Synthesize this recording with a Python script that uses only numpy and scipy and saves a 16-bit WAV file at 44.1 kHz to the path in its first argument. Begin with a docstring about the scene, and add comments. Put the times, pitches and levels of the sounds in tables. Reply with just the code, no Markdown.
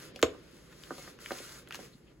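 """A perforated cardboard flap, torn open by hand and folded back on a table in a small room, heard by two
microphones. The last paper bridge snaps: a crack through the air and a bending wave through the board.
The crease pops with dispersed clicks, fibres tick and crackle in coloured bursts, and a thumb slides
along the fold with a dry, grainy hiss. The box rings briefly; behind it lie the board shifting under the
hands, the decaying answer of the room and its still air, all in filtered noise."""
import sys
import numpy as np
from scipy import signal
from scipy.fft import rfft, irfft
from scipy.io import wavfile
from scipy.ndimage import uniform_filter1d

SR = 44100
rng = np.random.default_rng(int(sys.argv[2]) if len(sys.argv) > 2 else 0)


def generate_wav(signal):
    """Clip the signal to [-1, 1] and save it as 16-bit WAV at the path in sys.argv[1]."""
    frames = np.transpose(np.atleast_2d(signal))
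    scaled = np.clip(frames, -1, 1) * 32767
    pcm = np.round(scaled).astype(np.int16)
    wavfile.write(sys.argv[1], SR, pcm)


N = 97020  # samples
HZ, T = np.fft.rfftfreq(N, 1 / SR), np.arange(N) / SR


def amp(db):
    """Decibels to gain."""
    return 10 ** (np.asarray(db) / 20)


def unit(x):
    """Scales to rms 1."""
    return x / np.sqrt(np.mean(x ** 2) + 1e-20)


def read(points, hz=HZ):
    """Reads a table on a log-frequency axis."""
    f, value = np.transpose(points)
    return np.interp(np.log(hz + 1), np.log(f + 1), value)


def level(points):
    """Gain over time from a dB curve."""
    return amp(np.interp(T, *np.transpose(points)))


def convolve(x, response):
    """Plays a mono sound through a response per channel."""
    return signal.fftconvolve(x[None], np.atleast_2d(response), axes=1)[:, :N]


def causal(gain):
    """Gives a colour the phase of a real resonator, so that nothing rings before the blow."""
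    cepstrum = irfft(np.log(gain + 1e-5), N)
    fold = np.r_[1, np.full(N // 2 - 1, 2), 1, np.zeros(N // 2 - 1)]
    return np.exp(rfft(cepstrum * fold))


def bend(start, peak_db, gain, lag_s):
    """A click spread into a falling chirp: bending waves travel as the root of frequency."""
    # lag_s is how far 1 kHz trails the high-frequency limit; 0 leaves the click whole
    turns = HZ * start + 2 * lag_s * np.sqrt(1000 * HZ)
    wave = irfft(gain * np.exp(-2j * np.pi * turns), N)
    return amp(peak_db) * wave / abs(signal.hilbert(wave)).max()


# likeness of diffuse sound at the two microphones: (frequency [Hz], correlation [0-1])
MICROPHONE_LIKENESS = [(60, 0.96), (150, 0.95), (300, 0.74), (650, 0.46), (1400, 0.51), (4000, 0.043)]


def diffuse(gain=1):
    """Coloured stereo noise of rms 1, alike in the bass and nearly unrelated in the treble."""
    a, b = rfft(rng.standard_normal((2, N)))
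    same = read(MICROPHONE_LIKENESS)
    other = same * a + np.sqrt(1 - same ** 2) * b
    return unit(irfft(np.array([a, other]) * gain, N))


# colour of the still air in the room: (frequency [Hz], relative level per Hz [dB])
AIR_COLOUR = [(20, -19), (35, -7.5), (48, 4.5), (75, -3), (105, -8), (138, 3.5), (220, -7), (350, -5),
              (680, -20.5), (2000, -26.5), (5000, -47), (12000, -51), (16000, -64)]
AIR_DB = -59.5


def still_air():
    """The room with nothing moving: steady diffuse noise, strongest in the bass."""
    return amp(AIR_DB) * diffuse(amp(read(AIR_COLOUR)))


def tail(t60, rise_s):
    """A diffuse decay of energy 1, each band dying at its own speed."""
    hz, t, z = signal.stft(diffuse(), SR, nperseg=256)
    decay = amp(-60 * t / read(t60, hz)[:, None])
    out = signal.istft(z * decay, SR, nperseg=256)[1][:, :SR]
    out = out * (1 - np.exp(-(T[:SR] / rise_s) ** 2))
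    return unit(out) / np.sqrt(SR)


# how long the small room answers: (frequency [Hz], time to fall 60 dB [s])
ROOM_DECAY = [(60, 0.3), (300, 0.49), (550, 0.3), (1100, 0.35), (5000, 0.26), (15000, 0.18)]
ROOM_DB = -14.5


def room(x):
    """The walls send the sound back as a diffuse decay, heard from all around."""
    return amp(ROOM_DB) * convolve(x, tail(ROOM_DECAY, rise_s=0.0043))


# strength of the board shifting under the hands: (time [s], level [dB])
SHIFT_LEVEL = [(0, -60), (.04, -53.5), (.12, -54.5), (.45, -58.5), (.65, -61), (1.0, -56.5), (1.18, -58),
               (1.45, -65.5), (1.66, -59), (1.83, -53), (1.92, -64), (1.97, -77), (2.03, -67.5),
               (2.12, -62.5), (2.2, -94)]
# its colour: (frequency [Hz], relative level [dB])
SHIFT_COLOUR = [(25, -40.5), (90, -6), (180, 2.5), (350, 3), (520, 2), (760, -15), (1500, -10), (3400, -14),
                (5000, -17.5), (12000, -59)]


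def shifting():
    """The board moves under the hands: a low diffuse rumble that follows the level curve."""
    return level(SHIFT_LEVEL) * diffuse(amp(read(SHIFT_COLOUR)))


# fingers brushing off the card: (middle time [s], level [dB], half length [s], centre [Hz])
BRUSHES = [(1.936, -66.5, 0.014, 4000), (2.08, -68.5, 0.015, 2880)]


def brushes():
    """Soft swishes as the hands let go: short swells of band noise."""
    out = np.zeros(N)
    for s, db, length, hz in BRUSHES:
        band = 1 / (1 + (4 * np.log2((HZ + 1) / hz)) ** 2)
        swish = irfft(rfft(rng.standard_normal(N)) * band, N)
        out += amp(db) * np.exp(-((T - s) / length) ** 2) * unit(swish)
    return out


def patchy(x, patch_db):
    """The colour drifts in random patches as the contact moves."""
    z = signal.stft(x, nperseg=512)[2]
    field = uniform_filter1d(rng.standard_normal(z.shape), size=10, axis=1)  # along time
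    field = uniform_filter1d(field, size=6, axis=0)  # along frequency
    return signal.istft(z * amp(patch_db * unit(field)), nperseg=512)[1][:N]


# strength of the thumb sliding on the card: (time [s], level [dB])
RUB_LEVEL = [(0, -53), (.04, -54.5), (.085, -60.5), (.125, -89), (.15, -65), (.40, -71), (.53, -65),
             (.68, -66.5), (.85, -59.5), (.98, -55.5), (1.09, -55.5), (1.18, -78), (1.205, -54.5),
             (1.37, -49.5), (1.59, -55.5), (1.65, -75), (1.71, -70), (1.745, -48), (1.775, -62.5),
             (1.80, -53.5), (1.85, -59), (1.895, -67.5), (1.96, -70.5), (2.03, -77.5)]
# its colour: (frequency [Hz], relative level [dB])
RUB_COLOUR = [(100, -21), (380, 2.5), (800, -5), (1350, 4), (2400, -1.5), (5200, 2), (11000, -2.5),
              (16000, -12.5)]
GRAINS_PER_S, GRAIN_SPREAD_DB, GRAIN_SHARE = 2700, 6, 0.37  # share of the power
RUB_PATCH_DB = 1  # rms swing


def rub():
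    """Skin slides over card: fine hiss with tiny catches."""
    hiss, sign = rng.standard_normal((2, N))
    size = amp(GRAIN_SPREAD_DB * np.minimum(rng.exponential(1, N), 3))
    grains = sign * size * (rng.random(N) < GRAINS_PER_S / SR)
    mix = np.sqrt(1 - GRAIN_SHARE) * hiss + np.sqrt(GRAIN_SHARE) * unit(grains)
    drive = patchy(mix, RUB_PATCH_DB)
    return level(RUB_LEVEL) * unit(irfft(rfft(drive) * amp(read(RUB_COLOUR)), N))


# runs of tearing fibres: (middle time [s], level [dB], half length [s])
CRACKLE_RUNS = [(0.724, -56.5, 0.009), (1.747, -46.5, 0.011)]
CRACKLE_HZ, CRACKLE_OCTAVES, CRACKLE_PER_S = 1640, 0.75, 770
CATCH_DB, CATCHES_PER_S = -8.5, 450  # dB relative to the rub


def crackle():
    """Fibres give way in quick irregular runs, and others catch under the sliding thumb."""
    size, draw = rng.standard_normal(N), rng.random(N)
    band = causal(1 / (1 + (np.log2((HZ + 1) / CRACKLE_HZ) / CRACKLE_OCTAVES) ** 2))
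    runs = sum(amp(db) * np.exp(-((T - s) / length) ** 2) for s, db, length in CRACKLE_RUNS)
    tears = unit(np.sign(size) * (draw < CRACKLE_PER_S / SR))
    catches = unit(size * (draw > 1 - CATCHES_PER_S / SR))
    drive = runs * tears + amp(CATCH_DB) * level(RUB_LEVEL) * catches
    return irfft(rfft(drive) * band / np.sqrt(np.mean(abs(band) ** 2)), N)


RATTLE_S = 0.0016  # time constant


def ragged(rattle_db):
    """Spectrum of a break in which the torn fibres rattle for a moment."""
    burst = rng.standard_normal(512) * np.exp(-T[:512] / RATTLE_S)
    return 1 + amp(rattle_db) * rfft(burst / np.linalg.norm(burst), N)


# fibres that crack: (time [s], peak level before the rattle [dB], centre [Hz], width [octaves])
FIBRE_TICKS = [(0.1601, -28.5, 3900, 1.07), (0.192, -35, 1470, .35), (0.216, -33.5, 5900, 2.4),
               (0.8363, -33.5, 2860, 0.77), (0.9818, -35.5, 4300, 1.1), (1.0254, -36, 4800, .9),
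               (1.1886, -40, 1500, 1.2), (1.2599, -26, 1940, 1.1), (1.319, -27.5, 2610, 1.4),
               (1.386, -34, 2800, 1.3), (1.674, -39, 1950, 1.2), (1.6870, -38, 9100, 1.1),
               (1.7080, -27.5, 1740, 1.1), (1.7240, -27.5, 2170, 1.2), (1.7454, -27.5, 1850, 1.7),
               (1.7547, -28, 2900, 1.7)]
TICK_LAG_S, TICK_EDGE_DB, TICK_RATTLE_DB = .001, -24, 3


def ticks():
    """Single fibres crack along the fold, each a band of colour with a faint sharp edge."""
    out = np.zeros(N)
    for s, db, hz, width in FIBRE_TICKS:
        band = 1 / (1 + (np.log2((HZ + 1) / hz) / width) ** 2) ** 2 + amp(TICK_EDGE_DB)
        clean = bend(s, db, band, TICK_LAG_S)
        rattling = irfft(rfft(clean) * ragged(TICK_RATTLE_DB), N)
        out += np.std(clean) * unit(rattling)  # the rattle keeps the energy
    return out


# dull pops of the crease: (time [s], peak level [dB], upper edge [Hz])
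CREASE_POPS = [(0.159, -40, 795), (0.346, -44.5, 1170), (0.53, -49, 490), (0.9055, -28.5, 1490),
               (0.912, -31.5, 484), (0.980, -41, 1120), (0.991, -45.5, 910), (1.075, -39, 2040),
               (1.3056, -27.5, 1780), (1.3146, -27.5, 874), (1.401, -38.5, 625), (1.789, -38.5, 860),
               (1.948, -49.5, 220)]
# their colour: (frequency [Hz], relative level [dB])
POP_COLOUR = [(40, -48), (120, -21.5), (200, 2), (550, 5), (850, -3), (1300, 5.5), (4000, 3)]
POP_LAG_S, EDGE_LAG_S, EDGE_DB = 0.002728, .0068, -6.5


def pops():
    """The crease buckles with dull knocks; each wave comes back once from the far edge, more spread."""
    out = np.zeros(N)
    for s, db, hz in CREASE_POPS:
        colour = amp(read(POP_COLOUR)) / np.sqrt(1 + (HZ / hz) ** 14)
        out += bend(s, db, colour, POP_LAG_S)
        out += bend(s, db + EDGE_DB, colour, EDGE_LAG_S)
    return out


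# the bridge that snaps, through the board: (time [s], peak level [dB])
BOARD_SNAP = (0.2258, -11.5)
# its colour: (frequency [Hz], relative level [dB])
BOARD_SNAP_COLOUR = [(25, -44), (62, -12.5), (115, -8.5), (170, -26), (255, -4), (490, 5), (660, -6.5),
                     (880, -17), (1120, -6), (1700, -14.5), (2150, -9), (2650, -18.5), (3700, -11),
                     (4900, -22), (7000, -25.5), (16000, -57)]
# the same break straight through the air: (time [s], peak level [dB])
AIR_CRACK = (0.2277, -10)
# its colour: (frequency [Hz], relative level [dB])
AIR_CRACK_COLOUR = [(700, -32.5), (1500, -15.5), (3700, -5.5), (5200, -12.5), (6700, -4.5), (8200, -16.5),
                    (11000, -14.5), (16000, -27)]
SNAP_LAG_S, CRACK_RATTLE_DB = .0042, 1


def snap():
    """The last bridge breaks: an undispersed crack through the air and a bending wave through the board."""
    crack_colour = ragged(CRACK_RATTLE_DB) * causal(amp(read(AIR_CRACK_COLOUR)))
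    crack = bend(*AIR_CRACK, crack_colour, 0)
    wave = bend(*BOARD_SNAP, causal(amp(read(BOARD_SNAP_COLOUR))), SNAP_LAG_S)
    return crack + wave


# ringing of the box: (frequency [Hz], relative level [dB], time to fall 60 dB [s])
BOX_MODES = [(109.2, -26.5, 0.64), (274.3, -17, 0.22), (328.6, -18.5, 0.22), (439, -20.5, 0.22),
             (503, -15, 0.1), (644, -9.5, 0.18), (757.5, -10, 0.15)]
BOX_DB = -41.5  # added to every mode


def box(x):
    """The board's own sound and the ringing modes of the box."""
    t = T[:SR]
    ring = sum(amp(BOX_DB + db - 60 * t / t60) * np.cos(2 * np.pi * hz * t) for hz, db, t60 in BOX_MODES)
    return x + convolve(x, ring)[0]


SCATTER_T60 = 0.091  # s, in every band
BLOW_SCATTER_DB, TICK_SCATTER_DB, RUB_SCATTER_DB = -6, -7, -0.5


def scatter(blows, cracks, slide):
    """Sound scattered in the box reaches both microphones as a short diffuse decay."""
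    feed = amp(BLOW_SCATTER_DB) * blows + amp(TICK_SCATTER_DB) * cracks + amp(RUB_SCATTER_DB) * slide
    return convolve(feed, tail([(1000, SCATTER_T60)], rise_s=0.003))


def ports(x, lead_s):
    """A near sound reaches the right microphone first."""
    return np.array([irfft(rfft(x) * np.exp(-2j * np.pi * HZ * lead_s), N), x])


# balance of the two microphones for near sound: (frequency [Hz], left minus right [dB])
MICROPHONE_BALANCE = [(120, 2), (340, -4.5), (700, -2.5), (1400, -1), (2200, 2.5), (4800, 3.5), (6200, 0.5)]


def balance(near):
    """Each microphone takes half of the level difference, band by band."""
    return irfft(rfft(near) * amp(np.outer([.5, -.5], read(MICROPHONE_BALANCE))), N)


RUB_LEAD_S, HIT_LEAD_S = 0.00007, .00001


def scene():
    """The flap close to the microphones, with scatter in the box, the room and its still air."""
    blows, cracks, slide = snap() + pops(), ticks() + crackle(), rub() + brushes()
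    near = ports(box(blows + cracks), HIT_LEAD_S) + ports(slide, RUB_LEAD_S)
    near = near + scatter(blows, cracks, slide) + shifting()
    return balance(near) + room(blows + cracks + slide) + still_air()


SHARED_HZ, SHARED_LAG_S, CUTOFF_HZ = 6000, .000225, 15950


def record(dry):
    """The right microphone's top treble feeds both sides, late and inverted on the left; then a band limit."""
    left, right = rfft(dry)
    shared = 1 / (1 + (SHARED_HZ / (HZ + 1)) ** 30)  # share of the left side's power
    late = right * np.exp(-2j * np.pi * HZ * SHARED_LAG_S)
    left = np.sqrt(1 - shared) * left - np.sqrt(shared) * late
    lowpass = signal.firwin(511, CUTOFF_HZ, window=("kaiser", 9), fs=SR)
    return signal.oaconvolve(irfft(np.array([left, right]), N), lowpass[None], "same")


dry = scene()
out = record(dry)
generate_wav(out)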